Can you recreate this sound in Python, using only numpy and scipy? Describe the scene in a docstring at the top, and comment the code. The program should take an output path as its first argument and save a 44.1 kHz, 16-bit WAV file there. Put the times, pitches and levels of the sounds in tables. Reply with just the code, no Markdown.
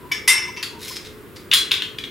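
"""Spoons in a kitchen

A spoon drops back into a glass jar on a counter and rattles to rest: filtered noise ticks over decaying modes.
Steel measuring spoons slide (granular friction noise), clack and ring among the dishes (damped modes), then settle.
Decaying stereo noise convolved with each contact gives the kitchen's echoes; a fan hums and rushes underneath."""
import sys
import numpy as np
from scipy import signal
from scipy.fft import rfft, irfft, next_fast_len
from scipy.io import wavfile
from scipy.ndimage import map_coordinates

SR = 44100
rng = np.random.default_rng(int(sys.argv[2]) if len(sys.argv) > 2 else 0)


def pcm_store(signal):
    """Save signal as 16-bit PCM."""
    levels = np.round(np.clip(np.atleast_2d(signal), -1, 1) * 32767)
    wavfile.write(sys.argv[1], SR, levels.astype(np.int16).T)


N = 92610  # length [samples]
BURST_S = 0.08  # length of each contact's noise [s]


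def amp(db):
    """Level definition: decibels to an amplitude gain."""
    return 10 ** (np.asarray(db) / 20)


def unit(x):
    """Power normalization: scale to rms 1."""
    return x / np.sqrt(np.mean(x ** 2) + 1e-20)


def along(points, hz):
    """Logarithmic interpolation: read (frequency [Hz], value) points on a log-frequency axis."""
    f, v = np.transpose(points)
    return np.interp(np.log(hz + 1), np.log(f + 1), v)


def wobble(rate):
    """Random modulation: a smooth curve through random knots, rate knots a second."""
    return map_coordinates(rng.standard_normal(200), [np.arange(N) * rate / SR], mode="wrap")


def filtered(x, gain):
    """Minimum-phase filtering: the folded cepstrum makes the given gain(hz) causal."""
    n = x.shape[-1]
    m = 2 * next_fast_len(n // 2 + 4096)
    log_gain = np.log(np.maximum(gain(np.fft.rfftfreq(m, 1 / SR)), 1e-6))
    cepstrum = irfft(log_gain, m)
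    cepstrum[..., 1:m // 2] *= 2
    cepstrum[..., m // 2 + 1:] = 0
    response = np.exp(rfft(cepstrum))
    return irfft(rfft(x, m) * response, m)[..., :n]


def soft(hz, corner_hz):
    """Contact stiffness: a softer contact loses the treble above its corner."""
    return 1 / np.sqrt(1 + (hz / corner_hz) ** 4)


def peak(hz, centre_hz, half_width_hz):
    """Resonance curve: 1 at the centre, 1/2 at the half-width."""
    return 1 / (1 + ((hz - centre_hz) / half_width_hz) ** 2)


def pair(alike, size):
    """Interchannel coherence: mixing mid and side noise makes two sides partly alike."""
    likeness = along(alike, np.fft.rfftfreq(size, 1 / SR))
    turn = np.arccos(np.clip(likeness, 0, 0.999)) / 2
    spectra = rfft(rng.standard_normal((2, size))) * [np.cos(turn), np.sin(turn)]
    mid, side = irfft(spectra, size)
    return np.array([mid + side, mid - side])


def add(track, s, sound):
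    """Superposition: mix a sound into the track at s seconds."""
    part = track[:, round(s * SR):][:, :sound.shape[-1]]
    part += sound[..., :part.shape[-1]]


def burst(colour, t60, t):
    """Transient noise: exponentially decaying noise with the given spectrum, normalized to rms gain 1."""
    gain = lambda hz: unit(amp(along(colour, hz)))
    return filtered(rng.standard_normal(len(t)) * amp(-60 * t / t60), gain)


RING_ATTACK_S = 0.000063  # time constant
FLUTTER_HZ = 49.92  # knots per second: a loose, chattering contact makes each ring waver


def ring(hz, t60, times, levels_db, flutter_db, wander_rad):
    """Modal superposition: every blow adds to one decaying mode whose level and phase may waver."""
    kicks = np.bincount(np.round(times * SR).astype(int), amp(levels_db), minlength=N)[:N]
    decay, rise = amp(-60 / (t60 * SR)), np.exp(-1 / (RING_ATTACK_S * SR))
    level = signal.lfilter([1 - rise], np.poly([decay, rise]), kicks)
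    flutter = amp(flutter_db * wobble(FLUTTER_HZ))
    phase = 2 * np.pi * hz * np.arange(N) / SR + wander_rad * wobble(FLUTTER_HZ)
    return level * flutter * np.sin(phase)


# left-right likeness of the echoes: (frequency [Hz], likeness [0-1])
ECHO_LIKENESS = [(500, 0.47), (2000, 0.59), (4000, 0.63), (7000, 1), (12000, 0.94)]
# reverberation time of the kitchen: (frequency [Hz], t60 [s])
KITCHEN_DECAY = [(300, 0.83), (2000, 0.47), (4000, 0.33), (8000, 0.36), (15000, 0.17)]
WALL_DELAY_S, WALL_BUILD_S = 0.0024, 0.001  # first echo, and the linear build-up after it


def kitchen(x):
    """Statistical reverberation: convolution with decaying stereo noise whose treble dies first."""
    hz, t, z = signal.stft(pair(ECHO_LIKENESS, size=SR // 2), SR, nperseg=256)
    decay = amp(-60 * t / along(KITCHEN_DECAY, hz)[:, None])
    tail = signal.istft(z * decay, SR, nperseg=256)[1]
    tail_t = np.arange(tail.shape[1]) / SR
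    tail = tail * np.clip((tail_t - WALL_DELAY_S) / WALL_BUILD_S, 0, 1)
    tail = tail / np.linalg.norm(tail[0])  # the left tail has unit energy
    return signal.fftconvolve(x[None], tail, axes=1)[:, :N]


# spectrum of the rushing air: (frequency [Hz], relative density [dB])
AIR_COLOUR = [(20, -27), (45, -3.5), (70, 0), (100, 2.5), (170, -1), (260, -0.5), (390, 1), (480, -3.5),
              (620, -13.5), (800, -17.5), (1000, -11), (1500, -12), (2200, -17), (3500, -22), (6000, -31),
              (10000, -27), (15500, -25.5)]
# left-right likeness of the air: (frequency [Hz], likeness [0-1])
AIR_LIKENESS = [(40, 1), (150, 0.46), (350, 0.91), (2000, 0.42), (8000, 0.82)]
# lines of the fan: (frequency [Hz], rms level before wavering [dB])
FAN_LINES = [(366, -55.5), (425.5, -51.5)]
AIR_DB = -41.5  # rms


def fan():
    """Broadband flow noise with tonal lines: low rush, faint hiss and two slightly unsteady tones."""
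    t = np.arange(N) / SR
    air = unit(filtered(pair(AIR_LIKENESS, size=N), lambda hz: amp(along(AIR_COLOUR, hz))))
    hum = np.zeros(N)
    for hz, db in FAN_LINES:
        level = np.sqrt(2) * amp(db + 4.4 * wobble(rate=7.6))
        hum += level * np.sin(2 * np.pi * hz * t + 0.5 * wobble(rate=8.23))
    return amp(AIR_DB) * air + hum


# spoon rubbing on glass, a faint hollow note: (centre time [s], Gaussian length [s], level [dB], pitch [Hz])
RUBS = [(0.05, 0.03, -42.5, 1007), (0.13, 0.022, -38, 1018), (0.392, 0.01, -41, 980),
        (0.493, 0.013, -35.5, 990), (0.58, 0.041, -48.5, 960), (0.767, 0.048, -46.5, 937),
        (0.913, 0.0092, -43, 1014)]
RUB_HALF_WIDTH_HZ = 45


def rubbing():
    """Frictional excitation of a resonance: narrow noise swells as the spoon drags on the glass."""
    t = np.arange(N) / SR
    out = np.zeros(N)
    for s, length, db, pitch_hz in RUBS:
        note = filtered(rng.standard_normal(N), lambda hz: peak(hz, pitch_hz, RUB_HALF_WIDTH_HZ))
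        out += unit(note) * amp(db) * np.exp(-((t - s) / length) ** 2)
    return out


# spoon against jar: (time [s], glass ring [dB], spoon ring [dB], tick [dB], treble corner [Hz],
# place [0 bottom to 1 rim])
JAR_BLOWS = [(0.1152, -29, -32.5, -24, 4380, 0), (0.1185, -46, -22, -21, 10000, 0.15),
             (0.2768, -15.5, -38, -12.5, 12000, 0.12), (0.2795, -16.5, -40, -10, 14200, 0.14),
             (0.2915, -23.5, -49, -27, 15000, 0), (0.301, -32, -32, -15.5, 10000, 0),
             (0.312, -32, -37, -24, 5160, .2), (0.363, -40, -42, -36, 5060, 1),
             (0.378, -30, -26.5, -37, 7000, 0.9), (0.421, -41, -60, -28.5, 5000, 0),
             (0.481, -44, -37, -37, 5900, 0.99), (0.565, -36.5, -65, -30.5, 4930, 1),
             (0.571, -37, -36.5, -31, 4900, 1)]
# modes of the glass jar: (frequency [Hz], level struck at bottom [dB], level struck at rim [dB], t60 [s])
JAR_MODES = [(1010, -10, -8, 0.059), (2062, 0.5, -13, 0.25), (2114, -7, -18, 0.41), (2143, -13, -9, .28),
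             (2650, -19, 4, 0.14), (2680, -18, -6.5, 0.24), (3601, -16, -20, 0.34), (4745, -13, -3, 0.098),
             (5372, -9, -17, 0.4), (5910, -16, -6, 0.27), (6470, -17, -29, 0.21), (7360, -13.5, -27, 0.22),
             (8253, -7, -18, 0.24), (9580, -7, -10, 0.14), (10090, 5.5, -16, 0.052),
             (10240, -6.5, -28, 0.16), (11200, -15.5, -14, 0.25), (12630, -15, -22, 0.2),
             (14500, -12, -26, .15)]
# modes of the spoon in the jar: (frequency [Hz], level [dB], t60 [s])
SPOON_MODES = [(1730, -16, 0.42), (2262, -6.5, 0.19), (2285, 6.5, 0.06), (2976, -4, 0.13), (5370, -5, 0.32),
               (3506, -10, .25), (4700, -10, 0.11), (6560, -17, 0.16), (9400, -21, 0.14), (11500, -19, 0.1),
               (12680, -4, 0.033)]
# spectrum of steel ticking on glass: (frequency [Hz], relative level [dB])
TICK_COLOUR = [(100, -50), (400, -29), (740, -16.5), (980, -5.5), (1500, -1.5), (2200, 8), (3200, 3),
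               (4200, 0.5), (5400, 6.5), (7200, -6.5), (10000, -8), (12500, -2), (15500, -13)]
TICK_T60_S = 0.026
TICK_PEAK_DB, TICK_HALF_WIDTH_HZ = 1.5, 98  # the glass and the spoon colour the tick around their modes


def jar(tick_room_db, ring_room_db):
    """Modal excitation: contacts tick and ring glass and spoon; the place struck weights the glass modes."""
    out, t = np.zeros((2, N)), np.arange(int(BURST_S * SR)) / SR
    times, glass_db, spoon_db, ticks_db, corners_hz, place = np.transpose(JAR_BLOWS)
    for s, db, corner_hz in zip(times, ticks_db, corners_hz):
        noise = burst(TICK_COLOUR, TICK_T60_S, t)
        tick = amp(db) * filtered(noise, lambda hz: soft(hz, corner_hz) * tick_colour(hz))
        add(out, s, tick)
        add(out, s, amp(tick_room_db) * kitchen(tick))
    dull_db = lambda hz: 20 * np.log10(soft(hz, corners_hz))
    rings = np.zeros(N)
    for hz, bottom_db, rim_db, t60 in JAR_MODES:
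        levels_db = glass_db + np.interp(place, [0, 1], [bottom_db, rim_db]) + dull_db(hz)
        rings += ring(hz, t60, times, levels_db, flutter_db=3, wander_rad=1.0)
    for hz, db, t60 in SPOON_MODES:
        rings += ring(hz, t60, times, spoon_db + db + dull_db(hz), flutter_db=1, wander_rad=0.97)
    return out + rings + amp(ring_room_db) * kitchen(rings)


def tick_colour(hz):
    """Resonant radiation: the tick keeps full level at jar and spoon modes and loses a little between."""
    modes_hz = np.array([row[0] for row in JAR_MODES + SPOON_MODES])
    near = np.max(peak(hz, modes_hz[:, None], TICK_HALF_WIDTH_HZ), axis=0)
    return amp(TICK_PEAK_DB * (near - 1.0))


# measuring spoons knocking: (time [s], clack [dB], bright scrape [dB], clack pitch [Hz])
CLACKS = [(0.628, -19.5, -28, 4364), (0.633, -20.5, -33, 4316), (1.514, -9, -49, 3430),
          (1.5175, -20, -28, 3240), (1.5274, -10.5, -42, 3230), (1.529, -21, -40, 3610),
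          (1.535, -6.5, -15.5, 3384), (1.5375, -21, -14.5, 3280), (1.5424, -15.5, -30, 3660),
          (1.555, -41, -43, 3400), (1.569, -27, -35, 3370), (1.582, -38, -23.5, 3430),
          (1.711, -17.5, -40, 2820), (1.7157, -7, -23.5, 3466), (1.7392, -15.5, -34, 3380),
          (1.777, -27, -53, 3600), (1.821, -16, -36, 3114), (1.9857, -22, -38, 3280),
          (2.0386, -22.5, -40.5, 3240)]
# short resonances of the clack: (ratio to its pitch, level [dB], t60 [s])
CLACK_BODY = [(.39, -37, 0.013), (.56, -15, 0.017), (.82, -13, 0.0047), (0.942, -1.5, 0.017),
              (1.029, 3.5, 0.018), (1.129, -2.5, 0.018), (1.36, -15.5, 0.023)]
# spectrum of the clack's noise: (frequency [Hz], relative level [dB])
CLACK_NOISE = [(800, -15), (1150, -5), (2300, 3.5), (3600, 6), (5000, -7), (8000, -20.5), (15500, -35)]
# spectrum of the bright scrape: (frequency [Hz], relative level [dB])
SCRAPE_COLOUR = [(300, -37), (1000, -1), (2500, -5.5), (4400, 6), (5600, 1), (7400, -2), (11000, -2),
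                 (15500, -5.5)]
# small steel parts radiate little bass: (frequency [Hz], gain [dB])
LOW_CUT = [(100, -30), (500, -12), (820, -9.5), (1120, 1)]
CLACK_NOISE_DB = -1.5  # noise gain beside the body
CLACK_ATTACK_S, CLACK_T60_S, SCRAPE_T60_S = 0.00048, 0.022, 0.026  # attack is a time constant


def clacks(clack_room_db, scrape_room_db):
    """Impact of small bodies: heavily damped resonances and noise, with a short bright scrape."""
    out, t = np.zeros((2, N)), np.arange(int(BURST_S * SR)) / SR
    contact = 1 - np.exp(-t / CLACK_ATTACK_S)
    thin = lambda hz: amp(along(LOW_CUT, hz))
    for s, clack_db, scrape_db, pitch_hz in CLACKS:
        body = np.zeros(len(t))
        for ratio, db, t60 in CLACK_BODY:
            level = amp(db + 0.76 * rng.standard_normal() - 60 * t / t60)  # each knock varies a little
            body += level * np.sin(2 * np.pi * ratio * pitch_hz * t)
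        noise = amp(CLACK_NOISE_DB) * burst(CLACK_NOISE, CLACK_T60_S, t)
        clack = amp(clack_db) * filtered(contact * (body + noise), thin)
        scrape = amp(scrape_db) * filtered(burst(SCRAPE_COLOUR, SCRAPE_T60_S, t), thin)
        add(out, s, clack + scrape)
        add(out, s, kitchen(amp(clack_room_db) * clack + amp(scrape_room_db) * scrape))
    return out


# blows that leave the measuring spoons ringing: (time [s], level [dB], treble corner [Hz])
STEEL_BLOWS = [(0.628, -34, 20200), (1.538, -14.5, 15000), (1.567, -19.5, 5500), (1.7165, -26, 12000),
               (1.983, -36, 3980), (2.04, -41, 3580)]
# modes of the measuring spoons: (frequency [Hz], level [dB], t60 [s])
STEEL_MODES = [(2770, -14, 0.14), (3366, -1.5, 0.44), (3330, -21, 0.13), (4080, -7, 0.46),
               (4720, -15, 0.17), (5900, -25, 0.67), (7235, -14.5, 0.51), (9255, -7, 0.26),
               (10810, 2, 0.044)]
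# fingers damp the ringing until the next knock: the level ramps down, holds, then ramps back up
GRIP_S, GRIP_END_S, GRIP_DB, GRIP_DB_PER_S = 1.63, 1.716, 6, 300


def steel_ring(room_db):
    """Free vibration of steel: a clear modal ring, lowered in level while the spoons are gripped."""
    t = np.arange(N) / SR
    times, blow_db, corners_hz = np.transpose(STEEL_BLOWS)
    tone = np.zeros(N)
    for hz, db, t60 in STEEL_MODES:
        levels_db = blow_db + db + 20 * np.log10(soft(hz, corners_hz))
        tone += ring(hz, t60, times, levels_db, flutter_db=0, wander_rad=0.4)
    released_s = GRIP_END_S + GRIP_DB / GRIP_DB_PER_S
    grip_db = np.clip(np.minimum(t - GRIP_S, released_s - t) * GRIP_DB_PER_S, 0, GRIP_DB)
    tone = tone * amp(-grip_db)
    return tone + amp(room_db) * kitchen(tone)


# sliding strokes: (start [s], rise [s], fall t60 [s], level [dB], treble corner [Hz], scrape centre [Hz])
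SLIDES = [(0.785, 0.061, 0.4, -35.5, 11100, 3940), (0.869, 0.013, 0.19, -29, 15100, 5300),
          (0.906, 0.017, 0.086, -29, 9900, 4750), (0.95, 0.011, 0.18, -33.5, 6000, 5120),
          (1.032, 0.024, 0.16, -38.5, 6200, 3800), (1.35, 0.023, 0.18, -43.5, 6330, 4750)]
# spectrum of the sliding: (frequency [Hz], relative level [dB])
SLIDE_COLOUR = [(100, -40), (700, -12), (950, -12.5), (1500, -5), (2200, -0.5), (3000, -1), (3900, 2),
                (5000, -1.5), (6200, -1), (9000, -4.5), (12000, -2), (15500, -5)]
# resonances that the grains excite: (frequency [Hz], half-width [Hz], boost [dB])
SLIDE_PEAKS = [(2090, 55, 8), (2640, 62, 3.7), (5140, 54, 10), (9200, 100, 3.8), (10750, 220, 4.9)]
GRAINS_PER_S, SLIDE_SMOOTH = 350, 1  # SLIDE_SMOOTH: steady noise relative to the grains' rms
SCRAPE_PEAK_DB, SCRAPE_HALF_WIDTH_HZ = 7.5, 280
CHATTER_DB, CHATTER_HZ = 2, 69  # the sliding catches and lets go; CHATTER_HZ in knots per second


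def sliding(room_db):
    """Granular friction: random fine impacts and steady noise make the steel tinkle in short strokes."""
    out, t = np.zeros((1, N)), np.arange(SR // 2) / SR

    def colour(hz):
        """Source-filter principle: the sliding spectrum raised at the steel's resonances."""
        boost_db = sum(db * peak(hz, centre, width) for centre, width, db in SLIDE_PEAKS)
        return amp(along(SLIDE_COLOUR, hz) + boost_db)

    for start, rise, t60, db, corner_hz, centre_hz in SLIDES:
        scrape = lambda hz: amp(SCRAPE_PEAK_DB * peak(hz, centre_hz, SCRAPE_HALF_WIDTH_HZ))
        grains = unit((rng.random(len(t)) < GRAINS_PER_S / SR) * rng.standard_normal(len(t)))
        friction = grains + SLIDE_SMOOTH * rng.standard_normal(len(t))
        friction = friction * amp(CHATTER_DB * wobble(CHATTER_HZ)[:len(t)])
        rub = unit(filtered(friction, lambda hz: colour(hz) * scrape(hz) * soft(hz, corner_hz)))
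        swell = np.minimum(t / rise, 1) ** 0.89
        fall = amp(db - 60 * np.maximum(t - rise, 0) / t60)
        add(out, start, rub * swell * fall)
    return out + amp(room_db) * kitchen(out[0])


# level of the left side over the right: (frequency [Hz], difference [dB])
LEFT_OVER_RIGHT = [(200, -6.5), (1000, 2.5), (3500, 2.5), (5500, -0.7), (12000, 1)]


def scene():
    """Interaural level difference: the utensils' stereo balance varies with frequency, over the fan."""
    utensils = rubbing() + jar(tick_room_db=6, ring_room_db=-7.5)
    utensils = utensils + clacks(clack_room_db=-2, scrape_room_db=3.5)
    utensils = utensils + steel_ring(room_db=-13.5) + sliding(room_db=-3)
    balance = lambda hz: amp(np.outer([0.5, -0.5], along(LEFT_OVER_RIGHT, hz)))
    return filtered(utensils, balance) + fan()


TOP_HZ = 15800  # band limit


def record(dry):
    """Clipping and band limitation: peaks stop at full scale, then all above the band limit is removed."""
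    m = next_fast_len(N + SR // 2)
    spectrum = rfft(np.clip(dry, -1, 1), m)
    kept = np.fft.rfftfreq(m, 1 / SR) < TOP_HZ
    return irfft(spectrum * kept, m)[:, :N]


dry = scene()
out = record(dry)
pcm_store(out)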